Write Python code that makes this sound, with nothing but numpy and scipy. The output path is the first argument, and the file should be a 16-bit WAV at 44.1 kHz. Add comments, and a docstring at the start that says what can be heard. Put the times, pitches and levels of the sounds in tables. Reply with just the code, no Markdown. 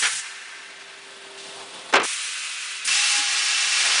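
"""Bottle blowing machine in a workshop

Valves spit and vent compressed air, whose turbulence radiates broadband noise. Two empty plastic bottles
drop and clatter, each impact exciting the modes of their shells. A fresh jet hisses, then air rushes out
of a resonant exhaust pipe. Short reflections in the sheet metal cabinet colour the air noise, and a motor
hums in the din of the shop."""
import sys
import numpy as np
from scipy import signal
from scipy.fft import rfft, irfft, next_fast_len
from scipy.io import wavfile
from scipy.ndimage import map_coordinates

SR = 44100
rng = np.random.default_rng(int(sys.argv[2]) if len(sys.argv) > 2 else 0)


def unload_wav(signal):
    """Save mono or channel-first audio to the path in sys.argv[1] as 16-bit WAV at rate SR, clipped to [-1, 1]."""
    wavfile.write(
        sys.argv[1],
        SR,
        np.round(np.clip(np.atleast_2d(signal).T, -1, 1) * 32767).astype(np.int16),
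    )


N = 176400
TIME = np.arange(N) / SR


def amp(db):
    """Amplitude ratio of a level in decibels."""
    return 10 ** (np.asarray(db) / 20)


def unit(x):
    """Normalisation to rms 1."""
    return x / np.sqrt(np.mean(x ** 2) + 1e-20)


def along(points, hz):
    """Interpolation on a logarithmic frequency axis."""
    freqs, values = np.transpose(points)
    return np.interp(np.log(hz + 1e-3), np.log(freqs + 1e-3), values)


def envelope(points):
    """Amplitude envelope, interpolated in decibels."""
    return amp(np.interp(TIME, *np.transpose(points)))


def wobble(rate):
    """Smooth random modulation with rate knots a second."""
    return map_coordinates(rng.standard_normal(N // 50), [TIME * rate], mode="mirror")


def filtered(x, response):
    """Linear filtering: the spectrum is multiplied by a frequency response."""
    size = next_fast_len(N + SR // 2)
    return irfft(rfft(x, size) * response(np.fft.rfftfreq(size, 1 / SR)), size)[:N]


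def noise(colour_db):
    """Spectrally shaped Gaussian noise of rms 1."""
    return unit(filtered(rng.standard_normal(N), lambda hz: amp(colour_db(hz))))


def narrow(centre, width):
    """Random excitation of a single resonance, at rms 1."""
    return noise(lambda hz: -20 * np.log10(1 + (2 * (hz - centre) / width) ** 2))


def lifts(peaks, hz):
    """Gain in decibels of bell-shaped resonance peaks."""
    return sum(db / (1 + (2 * (hz - centre) / width) ** 2) for centre, width, db in peaks)


CABINET_DB, CABINET_T60_S = -7, .05
def air(colour_db, flutter_db):
    """Comb filtering: turbulent noise interferes with its cabinet reflections; the sum has rms 1."""
    t = np.arange(SR // 10) / SR
    echoes = rng.standard_normal(len(t)) * amp(-60 * t / CABINET_T60_S) * (t > .003)
    echoes *= amp(CABINET_DB) / np.linalg.norm(echoes)
    direct = noise(colour_db) * amp(flutter_db * (wobble(21) + wobble(90)))
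    return unit(direct + signal.fftconvolve(direct, echoes)[:N])


def valve(opens, closes, db, sag, attack_s, release_s):
    """Exponential relaxation: flow rises on opening, sags with the pressure and dies after closing."""
    age = np.maximum(TIME - opens, 0)
    rise = 1 - np.exp(-age / attack_s)
    fall = np.exp(-np.maximum(TIME - closes, 0) / release_s)
    return amp(db - sag * age) * rise * fall


# Openings of the jet valves: open_s, close_s, level_db, sag_db_per_s
JETS = [(-.02, 0.195, -20.5, 12), (0.204, 1.0, -35.5, 39), (2.03, 2.79, -25, 15), (2.846, 3.198, -25, -2)]
# Jet spectrum: frequency_hz, level_db
JET_COLOUR = [(300, -39), (1000, -34), (2000, -4.5), (4000, -6.5), (6000, -3.5), (8000, -3), (9800, -1.5)]
SURGE_DB, SURGE_S = 4, .03
def jets():
    """Turbulent jet noise: air at full pressure hisses brightly, surging as each valve opens."""
    out = np.zeros(N)
    for opens, closes, db, sag in JETS:
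        surge = amp(SURGE_DB * np.exp(-np.abs(TIME - opens) / SURGE_S))
        flow = valve(opens, closes, db, sag, attack_s=.004, release_s=.02)
        out += surge * flow * air(lambda hz: along(JET_COLOUR, hz), flutter_db=.95)
    return out


# Envelope of the exhaust rush: time_s, level_db
RUSH_LEVEL = [(2.87, -74), (2.876, -23), (2.94, -20.5), (3.13, -21.5), (3.28, -23), (3.45, -22),
              (3.65, -22), (3.85, -20.5), (4, -21.5)]
# Spectrum of the rush: frequency_hz, level_db
RUSH_COLOUR = [(120, -54), (200, -38), (361, -34), (391, -27.5), (552, -26.5), (804, -15.5), (979, -15.5),
               (1130, -7.5), (2740, 1), (9370, -8), (10000, -8), (13000, -56), (22000, -120)]
# Pipe resonances: centre_hz, width_hz, lift_db
PIPE_PEAKS = [(1165, 90, 3), (2280, 80, 2.5), (3190, 91, -3), (5430, 1800, 3)]
# Envelope of the lower roar: time_s, level_db
ROAR_LEVEL = [(2.9, -43), (3.3, -41.5), (3.65, -42), (3.82, -32), (4, -27.5)]
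# Spectrum of the roar: frequency_hz, level_db
ROAR_COLOUR = [(200, -41), (550, -17), (800, -10), (1150, -6), (1800, -2), (3000, -10), (10000, -25)]
SPIT_PER_S, SPIT_DB = 90, -20
def exhaust():
    """Source and filter: pipe resonances shape rushing air and droplets while a lower roar builds."""
    colour = lambda hz: along(RUSH_COLOUR, hz) + lifts(PIPE_PEAKS, hz)
    rush = air(colour, flutter_db=.51)
    droplets = rng.uniform(-1, 1, N) * (rng.random(N) < SPIT_PER_S / SR)
    spit = amp(SPIT_DB) * unit(filtered(droplets, lambda hz: amp(colour(hz))))
    roar = envelope(ROAR_LEVEL) * air(lambda hz: along(ROAR_COLOUR, hz), flutter_db=.2)
    is_open = TIME > RUSH_LEVEL[0][0]
    return is_open * (envelope(RUSH_LEVEL) * (rush + spit) + roar)


# Floor contacts of two bouncing bottles: start_s, level_db
LANDINGS = [(1.926, -21.5), (1.9365, -11.5), (1.9405, -10.5), (1.9541, -14.5), (1.9572, -13),
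            (1.965, -13.5), (1.976, -30), (1.998, -18.5), (2.017, -23.5), (2.038, -31), (2.05, -26)]
# Modes of the hollow shell: pitch_hz, level_db
SHELL_MODES = [(268, -10), (405, -1), (432, -1.5), (480, -5), (548, -4), (640, -10.5), (780, -10.5),
               (915, -4.5), (1002, -1), (1243, 3.5), (1565, 4), (1800, -4.5), (2280, -8), (2660, 0)]
# Spectrum of the shaken walls: frequency_hz, level_db
CLASH_COLOUR = [(30, -42), (110, -25), (170, -26.5), (260, -7), (330, -6.5), (420, 2), (650, -4), (1000, 0),
                (1550, -3.5), (2700, -4.5), (4000, -9.5), (6000, -13), (10000, -17.5)]
# Decay of the wall vibration: frequency_hz, t60_s
CLASH_T60 = [(100, 0.59), (400, 0.14), (1500, 0.19), (4000, 0.09), (9000, 0.018)]
RING_DB, CLASH_DB, CRACK_DB = -5, -1.5, -3.5
RING_T60_AT_1KHZ_S, DAMPING_EXPONENT = .18, .17
CRACK_HZ, CRACK_WIDTH_HZ, CRACK_T60_S = 2600, 4600, .012
CONTACT_RISE_S, CLATTER_END_S, CLATTER_FADE_S = .00063, 2.053, .005
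CLATTER_LOW_CUT_HZ = 130  # a high-pass filter keeps deep bass out of the clatter
def bottles():
    """Impact excitation: each contact cracks, rings the shell's damped modes and shakes its walls."""
    out, t = np.zeros(N + SR), np.arange(SR // 2) / SR
    hz, mode_db = np.transpose(SHELL_MODES)[:, :, None]
    weights = amp(mode_db) / np.linalg.norm(amp(mode_db))
    decay = amp(-60 * t * (hz / 1000) ** DAMPING_EXPONENT / RING_T60_AT_1KHZ_S)
    rise = 1 - np.exp(-t / CONTACT_RISE_S)
    for start, db in LANDINGS:
        modes = np.sin(2 * np.pi * (hz * t + rng.random(hz.shape)))
        ring = amp(RING_DB) * (weights * modes * decay).sum(0)
        walls = noise(lambda f: along(CLASH_COLOUR, f))[:len(t)]
        band_hz, age, bands = signal.stft(walls, SR, nperseg=256)
        bands *= amp(-60 * age / along(CLASH_T60, band_hz)[:, None])
        clash = amp(CLASH_DB) * signal.istft(bands, SR, nperseg=256)[1][:len(t)]
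        crack = narrow(CRACK_HZ, CRACK_WIDTH_HZ)[:len(t)] * amp(CRACK_DB - 60 * t / CRACK_T60_S)
        out[round(start * SR):][:len(t)] += amp(db) * (ring + clash + crack) * rise
    highpass = signal.butter(2, CLATTER_LOW_CUT_HZ, "highpass", fs=SR, output="sos")
    abrupt_end = np.exp(-np.maximum(TIME - CLATTER_END_S, 0) / CLATTER_FADE_S)
    return signal.sosfilt(highpass, out[:N]) * abrupt_end


# Puff spectrum: frequency_hz, level_db
PUFF_COLOUR = [(60, -45), (200, -28), (355, -26), (440, -18), (600, -24), (770, -13), (1000, -13),
               (1550, 0), (2200, -4.5), (3400, -8), (4500, -14), (10000, -23)]
def puff():
    """Transient flow: a switching valve releases one ragged burst of turbulence."""
    flow = valve(opens=.021, closes=.058, db=-19.5, sag=0, attack_s=.002, release_s=.034)
    return flow * air(lambda hz: along(PUFF_COLOUR, hz), flutter_db=.9)


# Venting of the cylinder ports: open_s, close_s, level_db, sag_db_per_s, centre_hz
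BLEEDS = [(-.02, 1.37, -33, 11.5, 1780), (1.375, 2.4, -40, 24, 3180), (2.038, 2.87, -30, 3.5, 2400)]
# Port spectrum: ratio_to_centre, level_db
BLEED_COLOUR = [(.1, -39.5), (.33, -21.5), (.5, -10), (.75, -8), (1, -2.5), (1.4, -4.5), (2, -9),
                (3, -10.5), (5, -19.5)]
# Housing resonances around the ports: centre_hz, width_hz, lift_db
HOUSING_PEAKS = [(1490, 560, 5), (2050, 270, 0.5), (2680, 520, 3), (4040, 530, 1.5)]
def bleeds():
    """Orifice noise: emptying cylinders hiss softly, each port about its own centre frequency."""
    out = np.zeros(N)
    for *opening, centre in BLEEDS:
        hiss = air(lambda hz: along(BLEED_COLOUR, hz / centre) + lifts(HOUSING_PEAKS, hz), flutter_db=.5)
        out += valve(*opening, attack_s=.002, release_s=.02) * hiss
    return out


# Tones of the exhaust pipe: start_s, stop_s, level_db, sag_db_per_s, pitch_hz, width_hz
WHISTLES = [(2.874, 3.13, -29, 20, 2660, 160), (2.93, 4.6, -44.5, 3.5, 822, 10.7),
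            (3.48, 3.88, -33.5, 10, 2700, 110), (2.92, 3.1, -37, 10, 3825, 60)]
def whistles():
    """Flow-excited resonance: the exhaust draws breathy tones from its pipe."""
    return sum(valve(*flow, attack_s=.0026, release_s=.067) * narrow(hz, width)
               for *flow, hz, width in WHISTLES)


# Bumps of handled bottles and parts: peak_s, level_db, centre_hz, width_hz, spread_s
BUMPS = [(0.031, -54, 212, 250, 0.01), (0.15, -60, 191, 200, 0.027), (1.487, -57, 213, 120, 0.022),
         (1.61, -43.5, 820, 500, 0.031), (2.29, -57, 460, 100, 0.016), (2.88, -55.5, 280, 400, 0.028),
         (3.194, -48.5, 310, 80, 0.017), (3.87, -42, 697, 90, 0.023)]
def bumps():
    """Brief resonant response: each dull bump is a band of noise under a Gaussian envelope."""
    return sum(amp(db) * np.exp(-.5 * ((TIME - peak) / spread) ** 2) * narrow(centre, width)
               for peak, db, centre, width, spread in BUMPS)


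# Envelope of the shop's din: time_s, level_db
DIN_LEVEL = [(0, -52), (.25, -49.5), (.8, -46.5), (1.35, -40), (1.9, -37.5), (2.1, -55.5), (2.8, -53.5),
             (3.2, -44.5), (3.6, -48), (4, -37.5)]
# Spectrum of the din: frequency_hz, level_db
DIN_COLOUR = [(25, -22), (70, -25), (130, -11), (250, -3), (330, -1), (480, -1), (650, 0), (1100, 1),
              (1700, -2.5), (3500, 0.5), (6000, -10), (10000, -8)]
def shop_din():
    """Continuous spectrum: the shop's machinery blends into broadband noise."""
    return envelope(DIN_LEVEL) * air(lambda hz: along(DIN_COLOUR, hz), flutter_db=.94)


# Envelope of the motor hum: time_s, level_db
HUM_LEVEL = [(0, -70), (.45, -65), (.7, -58), (1.05, -56), (1.3, -49), (1.62, -48.5), (1.78, -60),
             (2.2, -78), (2.75, -63), (3.1, -76), (3.4, -56.5), (3.7, -66), (3.9, -50), (4, -60)]
# Partials of the hum: pitch_hz, level_db
HUM_PARTIALS = [(393, 3.5), (624.5, -6.5), (786, -16)]
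HUM_WAVER_DB, HUM_WAVER_RAD = 1.3, .25
def motor_hum():
    """Line spectrum: the motor's partials waver gently in amplitude and phase."""
    hum = np.zeros(N)
    for hz, db in HUM_PARTIALS:
        gain = amp(db + HUM_WAVER_DB * wobble(10))
        hum += gain * np.sin(2 * np.pi * hz * TIME + HUM_WAVER_RAD * wobble(20))
    return envelope(HUM_LEVEL) * unit(hum)


def scene():
    """Superposition: the pressures of all sources add at one point."""
    machine = jets() + exhaust() + bottles() + puff() + bleeds() + whistles()
    return (machine + bumps() + shop_din() + motor_hum())[None]


TOP_HZ = 10080
def record(dry):
    """Band limiting: a steep low-pass filter removes the highest treble."""
    return filtered(dry[0], lambda hz: 1 / np.sqrt(1 + (hz / TOP_HZ) ** 300))[None]


dry = scene()
out = record(dry)
unload_wav(out)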